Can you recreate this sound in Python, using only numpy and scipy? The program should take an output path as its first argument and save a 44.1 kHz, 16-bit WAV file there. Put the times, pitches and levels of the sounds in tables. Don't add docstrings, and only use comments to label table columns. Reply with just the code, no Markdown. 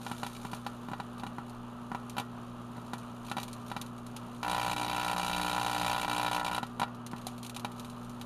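import sys
import numpy as np
from scipy import signal
from scipy.fft import rfft, irfft
from scipy.io import wavfile

SR = 44100
rng = np.random.default_rng(int(sys.argv[2]) if len(sys.argv) > 2 else 0)


def gain_from_db(level_db):
    decades = np.asarray(level_db, float) / 20
    return 10 ** decades


def output_pcm(signal):
    pcm = np.clip(np.atleast_2d(signal).T, -1, 1) * 32767
    wavfile.write(sys.argv[1], SR, np.round(pcm).astype(np.int16))


N = 363825

MAINS_HZ = 60.006
ARC_START_S, ARC_END_S = 4.4306, 6.59
# (time [s], level [dB])
EMBERS = [(0.0, -50), (0.44, -53.5), (0.62, -59), (1.47, -62.5), (2.64, -61.5), (2.8, -60), (3.7, -58.5),
          (3.9, -62.5), (4.4, -58.5), (4.7, -59), (5.77, -52.5), (6.43, -63), (6.87, -63), (7.1, -67),
          (7.28, -58), (7.54, -66), (7.88, -58.5), (8.25, -61)]


def unit(x):
    return x / np.sqrt(np.mean(x ** 2) + 1e-20)


def colour(x, points):
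    hz, db = np.transpose(points)
    grid = np.maximum(np.fft.rfftfreq(N, 1 / SR), 1)
    gain_db = np.interp(np.log(grid), np.log(hz), db)
    return irfft(rfft(x) * gain_from_db(gain_db), N)


def drift(rate_hz):
    r = np.exp(-2 * np.pi * rate_hz / SR)
    wander = signal.lfilter([1], [1, -2 * r, r * r], rng.standard_normal(N + SR))
    return unit(wander[SR:])


def resonance(x, hz, width_hz):
    r = np.exp(-np.pi * width_hz / SR)
    gain = (1 - r * r) / 2
    return signal.lfilter([gain, 0, -gain], [1, -2 * r * np.cos(2 * np.pi * hz / SR), r * r], x)


def high_pass(x, hz, order=4):
    return signal.sosfilt(signal.butter(order, hz, "high", fs=SR, output="sos"), x)


def ring(clicks, hz, t60):
    r, w = gain_from_db(-60 / (t60 * SR)), 2 * np.pi * hz / SR
    return signal.lfilter([0, np.sin(w)], [1, -2 * r * np.cos(w), r * r], clicks + 1e-18)


def clicks_at(s, db):
    out = np.zeros(N)
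    np.add.at(out, np.clip((s * SR).astype(int), 0, N - 1), gain_from_db(db))
    return out


def fading(clicks, t60):
    return signal.lfilter([1], [1, -gain_from_db(-60 / (t60 * SR))], clicks + 1e-18)


def strikes():
    return np.hstack([held_arc(), ember_spits(), lone_sparks()])


def held_arc():
    # (time [s], strength [dB], heat [dB])
    course = [
        (4.45, -29, 0),
        (4.6, -29.5, 0),
        (4.84, -31, 1.5),
        (5.13, -29, -0.5),
        (5.27, -30, 0.5),
        (6.37, -28.5, 0),
        (6.57, -31, 1),
    ]
    # (time [s], crack [dB], ring [dB])
    falters = [(4.447, -6, -1), (4.464, -13, -2), (4.747, -24, -23), (4.864, -6, -3), (5.147, -15, -6),
               (5.997, -0.5, -5), (6.064, -13, -22), (6.081, -0.5, 2.5), (6.297, -8, -14),
               (6.381, -10, 0.5), (6.414, -12, 1.5), (6.431, -16, -8), (6.497, -13, -3), (6.564, -2, -0.5),
               (6.581, 0.5, 4)]
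    s = np.arange(ARC_START_S, ARC_END_S, 1 / MAINS_HZ)
    luck = rng.standard_normal((len(s), 5))
    at, *levels = np.transpose(course)
    strength_db, glow_db = [np.interp(s, at, level) for level in levels]
    loss_db = np.zeros((2, len(s)))
    for when, *loss in falters:
        loss_db[:, np.argmin(abs(s - when))] = loss
    crack_db = strength_db + glow_db + loss_db[0] + 1.2 * luck[:, 0]
    fizz_db = crack_db - 16.5 + 0.5 * luck[:, 2]
    ring_db = strength_db + 1.5 + loss_db[1] + 1.0 * luck[:, 3]
    thump_db = -47 + 3.0 * luck[:, 4]
    return np.array([s + 0.00013 * luck[:, 1], crack_db, fizz_db, ring_db, thump_db])


def lone_sparks():
    # (time [s], strength [dB], heat [dB], thump [dB])
    snap_table = [(0.065, -31.5, -3.5, -51), (0.1146, -30, -2, -35), (0.232, -28, -4.5, -38.5),
                  (0.265, -34.5, 7.5, -47), (0.5326, -32.5, -4, -35.5), (0.665, -29, -2.5, -50),
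                  (0.934, -31, -14, -57), (1.0001, -31, -5.5, -37.5), (1.2661, -35, 0, -37),
                  (2.1675, -33.5, 2, -42), (2.1818, -26.5, 2, -39), (2.198, -32.5, 7.5, -38),
                  (2.9341, -30.5, 0.5, -36), (3.3148, -28.5, 1.5, -36), (3.3678, -30.5, -2, -35.5),
                  (3.382, -29.5, -1, -43), (3.7154, -31.5, -5, -39), (3.7649, -28.5, -5, -41),
                  (6.6304, -28.5, -3, -37.5), (6.7974, -27, 1.5, -38), (6.8165, -23.5, -8, -32.5),
                  (6.8312, -25, -8, -52), (7.564, -37.5, 14, -55), (7.6473, -27.5, 3, -36.5)]
    # (time [s], strength [dB], heat [dB], thump [dB])
    pop_table = [(0.0495, -54, -3, -44), (0.0964, -45, -4, -60), (0.4503, -34.5, 4.5, -35.5),
                 (0.8857, -37.5, 4, -36), (0.9158, -38, 5, -33.5), (1.235, -32, 3, -38),
                 (1.3838, -33.5, -3, -35), (1.917, -32, -2, -33.5), (1.9482, -29.5, 2.5, -38),
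                 (2.216, -40, 0, -60), (2.7627, -43, -4, -39), (2.7807, -43, -10, -40),
                 (6.8803, -42, -3, -53), (7.1334, -33, -6, -33)]
    # (time [s], crack [dB], fizz [dB])
    spit_table = [(0.2456, -40, -75), (0.2982, -56, -71), (0.35, -44, -68), (0.3648, -44, -59),
                  (0.467, -48, -65), (0.515, -51, -55), (1.197, -40, -57.5), (2.097, -46, -48),
                  (3.2827, -41, -56), (3.2982, -49, -55), (3.399, -42, -48), (3.414, -45, -57),
                  (3.431, -38.5, -44), (3.481, -41, -53), (3.53, -52, -50), (3.6817, -53, -56),
                  (3.7, -42, -61), (3.7783, -49, -67), (4.1644, -42, -44.5), (7.1627, -45, -62),
                  (7.181, -47, -59), (7.2679, -55, -42), (7.2805, -44, -61), (7.447, -44, -50),
                  (7.4963, -43, -48), (7.5468, -54, -50), (7.8468, -44, -54), (8.213, -38, -47)]
    # (time [s], fizz [dB])
    tick_table = [(0.547, -55), (0.5643, -56), (1.1807, -62), (1.496, -60.5), (2.7665, -63), (2.9817, -55),
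                  (3.2492, -60), (3.2653, -55), (3.563, -66), (3.6641, -59), (3.8143, -41.5), (3.8631, -59),
                  (3.9799, -64), (4.0653, -56), (6.6662, -56), (6.9465, -60), (7.0645, -46), (7.114, -53.5),
                  (7.2146, -58), (7.38, -56), (7.4302, -47), (7.464, -48), (7.5964, -48.5), (7.717, -55),
                  (7.763, -63), (7.7806, -64), (7.7967, -47), (7.8986, -57.5), (8.0306, -66), (8.095, -59)]
    s, db, heat_db, thump_db = np.transpose(snap_table)
    snaps = [s, db - 2.5 + 0.42 * heat_db, db - 20.5 + heat_db, db, thump_db]
    s, db, heat_db, thump_db = np.transpose(pop_table)
    pops = [s, db - 12 + heat_db, db - 31 + heat_db, db, thump_db]
    s, crack_db, fizz_db = np.transpose(spit_table)
    spits = [s, crack_db, fizz_db, crack_db - 4.5, crack_db - 10]
    s, fizz_db = np.transpose(tick_table)
    body_db = fizz_db - 8
    ticks = [s, body_db, fizz_db + 0.5, body_db, body_db]
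    return np.hstack([snaps, pops, spits, ticks])


def ember_spits():
    s = np.arange(ARC_START_S % (1 / MAINS_HZ), N / SR, 1 / MAINS_HZ)
    luck = np.minimum(rng.exponential(1, len(s)), 2)
    db = np.interp(s, *np.transpose(EMBERS)) - 5.0 + 2.6 * luck
    return np.array([s, db + 0.5, db - 4.0, db + 0.5, db - 27.0])


def shock_front(s, crack_db):
    return resonance(clicks_at(s, crack_db + 9.5), 3250, width_hz=2100)


def struck(modes, s, db, spread_db, sputter_db, flip):
    out, spread = np.zeros(N), rng.standard_normal((len(s), len(modes)))
    sputter = fading(clicks_at(s, db + sputter_db), t60=0.06) * rng.standard_normal(N)
    t = np.arange(SR // 8) / SR
    surge_s, after_db = 0.0078, -8.5
    surge = gain_from_db(np.interp(t, [surge_s - 0.0015, surge_s + 0.00042], [0, after_db]))
    for k, ((hz, mode_db, t60), luck) in enumerate(zip(modes, spread.T)):
        note = flip ** k * gain_from_db(mode_db - 60 * t / t60) * surge * np.sin(2 * np.pi * hz * t)
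        blows = clicks_at(s, db + spread_db * luck) + sputter
        out += signal.oaconvolve(blows, note)[:N]
    return out


def cavity_ring(s, ring_db):
    # (frequency [Hz], level [dB], t60 [s])
    air_modes = [(629, -23.5, 0.2), (819.7, -3, 0.088), (969, -0.5, 0.06), (1113, -18.5, 0.18),
                 (1326, -10, 0.16), (1374, -11, 0.23), (1439, -13, 0.29), (1420, -47, 0.27),
                 (1747, -14.5, 0.2), (1904, -16.5, 0.3)]
    x = struck(air_modes, s, ring_db + 2.0, spread_db=0.9, sputter_db=-35, flip=0.91)
    return signal.sosfiltfilt(signal.butter(2, 430, "high", fs=SR, output="sos"), x)


def mesh_ring(s, crack_db):
    # (frequency [Hz], level [dB], t60 [s])
    mesh_modes = [(2334, -3, 0.049), (2480, -4.5, 0.023), (2677, -7, 0.082), (2892, -6, 0.069),
                  (3138, -5.5, 0.042), (3315, -9, 0.027), (3490, -6.5, 0.057), (3524, -11, 0.067),
                  (3875, 2.5, 0.023), (4290, -12, 0.038), (4467, -8.5, 0.049), (4910, -18, 0.17),
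                  (5280, -16, 0.058)]
    x = struck(mesh_modes, s, crack_db - 7.5, spread_db=1.5, sputter_db=-26, flip=-0.97)
    return high_pass(x, 870, order=2)


def fizz(s, fizz_db):
    # (frequency [Hz], density [dB per Hz])
    fizz_colour = [(1180, -20), (2000, -11.5), (2390, -5), (3320, -3.5), (3970, 0), (5220, -10),
                   (6520, -4.5), (7940, -8), (8880, -6), (10100, -6.5), (13900, -14), (14800, -50),
                   (15500, -41)]
    hiss = unit(colour(rng.standard_normal(N), fizz_colour))
    bright = high_pass(hiss, 8000)
    lean_db = 1.12 * rng.standard_normal(len(s))
    out = gain_from_db(16) * resonance(clicks_at(s, fizz_db), 6500, width_hz=7000)
    for band, db in ((hiss - bright, fizz_db - lean_db), (bright, fizz_db + lean_db)):
        clicks = clicks_at(s, db)
        envelope = fading(clicks, t60=0.039) + gain_from_db(-14.5) * fading(clicks, t60=0.1)
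        out += gain_from_db(3.5) * band * envelope
    t = np.arange(N) / SR
    flame_db = np.interp(t, *np.transpose(EMBERS)) - 13.0 + 0.9 * drift(2.0)
    return out + hiss * gain_from_db(flame_db)


def thump(s, thump_db):
    in_arc = (s > ARC_START_S - 0.005) & (s < ARC_END_S)
    way = np.where(in_arc, rng.choice([-1, 1], len(s)), 1)
    flex = np.zeros(N)
    np.add.at(flex, (s * SR).astype(int), gain_from_db(thump_db + 3.5) * way)
    casing = ring(flex, 199.5, t60=0.026) + gain_from_db(-0.5) * ring(flex, 230, t60=0.016)
    return high_pass(casing, 118, order=2)


def split():
    return ring(clicks_at(np.array([7.2679]), -28.5), 760, t60=0.03)


def hum():
    # (multiple of mains [1], idle level [dB rms], level while the arc holds [dB rms])
    partials = [(1, -66.5, -58), (2, -51, -50.5), (3, -62.5, -50.5), (4, -47, -57.5), (5, -67.5, -49),
                (6, -61.5, -58), (7, -65, -60.5), (10, -67, -74)]
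    t = np.arange(N) / SR
    arcing_times = [ARC_START_S - 0.01, ARC_START_S + 0.028, ARC_END_S - 0.01, ARC_END_S + 0.024]
    arcing = np.interp(t, arcing_times, [0, 1, 1, 0])
    out = 0
    for k, idle_db, arcing_db in partials:
        phase = 2 * np.pi * (k * MAINS_HZ * t + rng.random())
        level = gain_from_db(idle_db) * (1 - arcing) + gain_from_db(arcing_db + 2.2 * drift(3.7)) * arcing
        level = level * gain_from_db(0.6 * drift(12.0))
        out = out + np.sqrt(2) * level * np.sin(phase + 0.07 * drift(10.5))
    return out


def fan():
    # (frequency [Hz], density [dB per Hz])
    air_colour = [(12, -45), (20, -20), (70, -14), (118, -10.5), (183, -4.5), (242, -6), (310, -15),
                  (357, -14), (555, -12.5), (1210, -9), (2100, -31.5), (2930, -24.5), (5240, -45),
                  (12000, -65), (15000, -83)]
    # (frequency [Hz], width [Hz], level [dB rms])
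    rotor_tones = [
        (28, 5.6, -63.5),
        (1195, 11.4, -64),
        (1308, 9.4, -63.5),
    ]
    air = gain_from_db(-49.5 + 0.81 * drift(9.7)) * unit(colour(rng.standard_normal(N), air_colour))
    white = rng.standard_normal(N)
    for hz, width_hz, db in rotor_tones:
        tone = resonance(resonance(white, hz, width_hz), hz, width_hz)
        air = air + gain_from_db(db) * unit(tone)
    return air


def scene():
    s, crack_db, fizz_db, ring_db, thump_db = strikes()
    box = cavity_ring(s, ring_db) + mesh_ring(s, crack_db)
    sparks = shock_front(s, crack_db) + box + fizz(s, fizz_db) + thump(s, thump_db)
    return (sparks + split() + hum() + fan())[None]


def top_cut(x):
    return signal.sosfilt(signal.butter(12, 15640, fs=SR, output="sos"), x)


def record(dry):
    notch_hz = 7900
    x = dry - resonance(dry, notch_hz, width_hz=280)
    x = x - resonance(x, notch_hz, width_hz=240)
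    x = signal.sosfilt(signal.cheby2(12, 60, 15700, fs=SR, output="sos"), x)
    return top_cut(x)


dry = scene()
out = record(dry)
output_pcm(out)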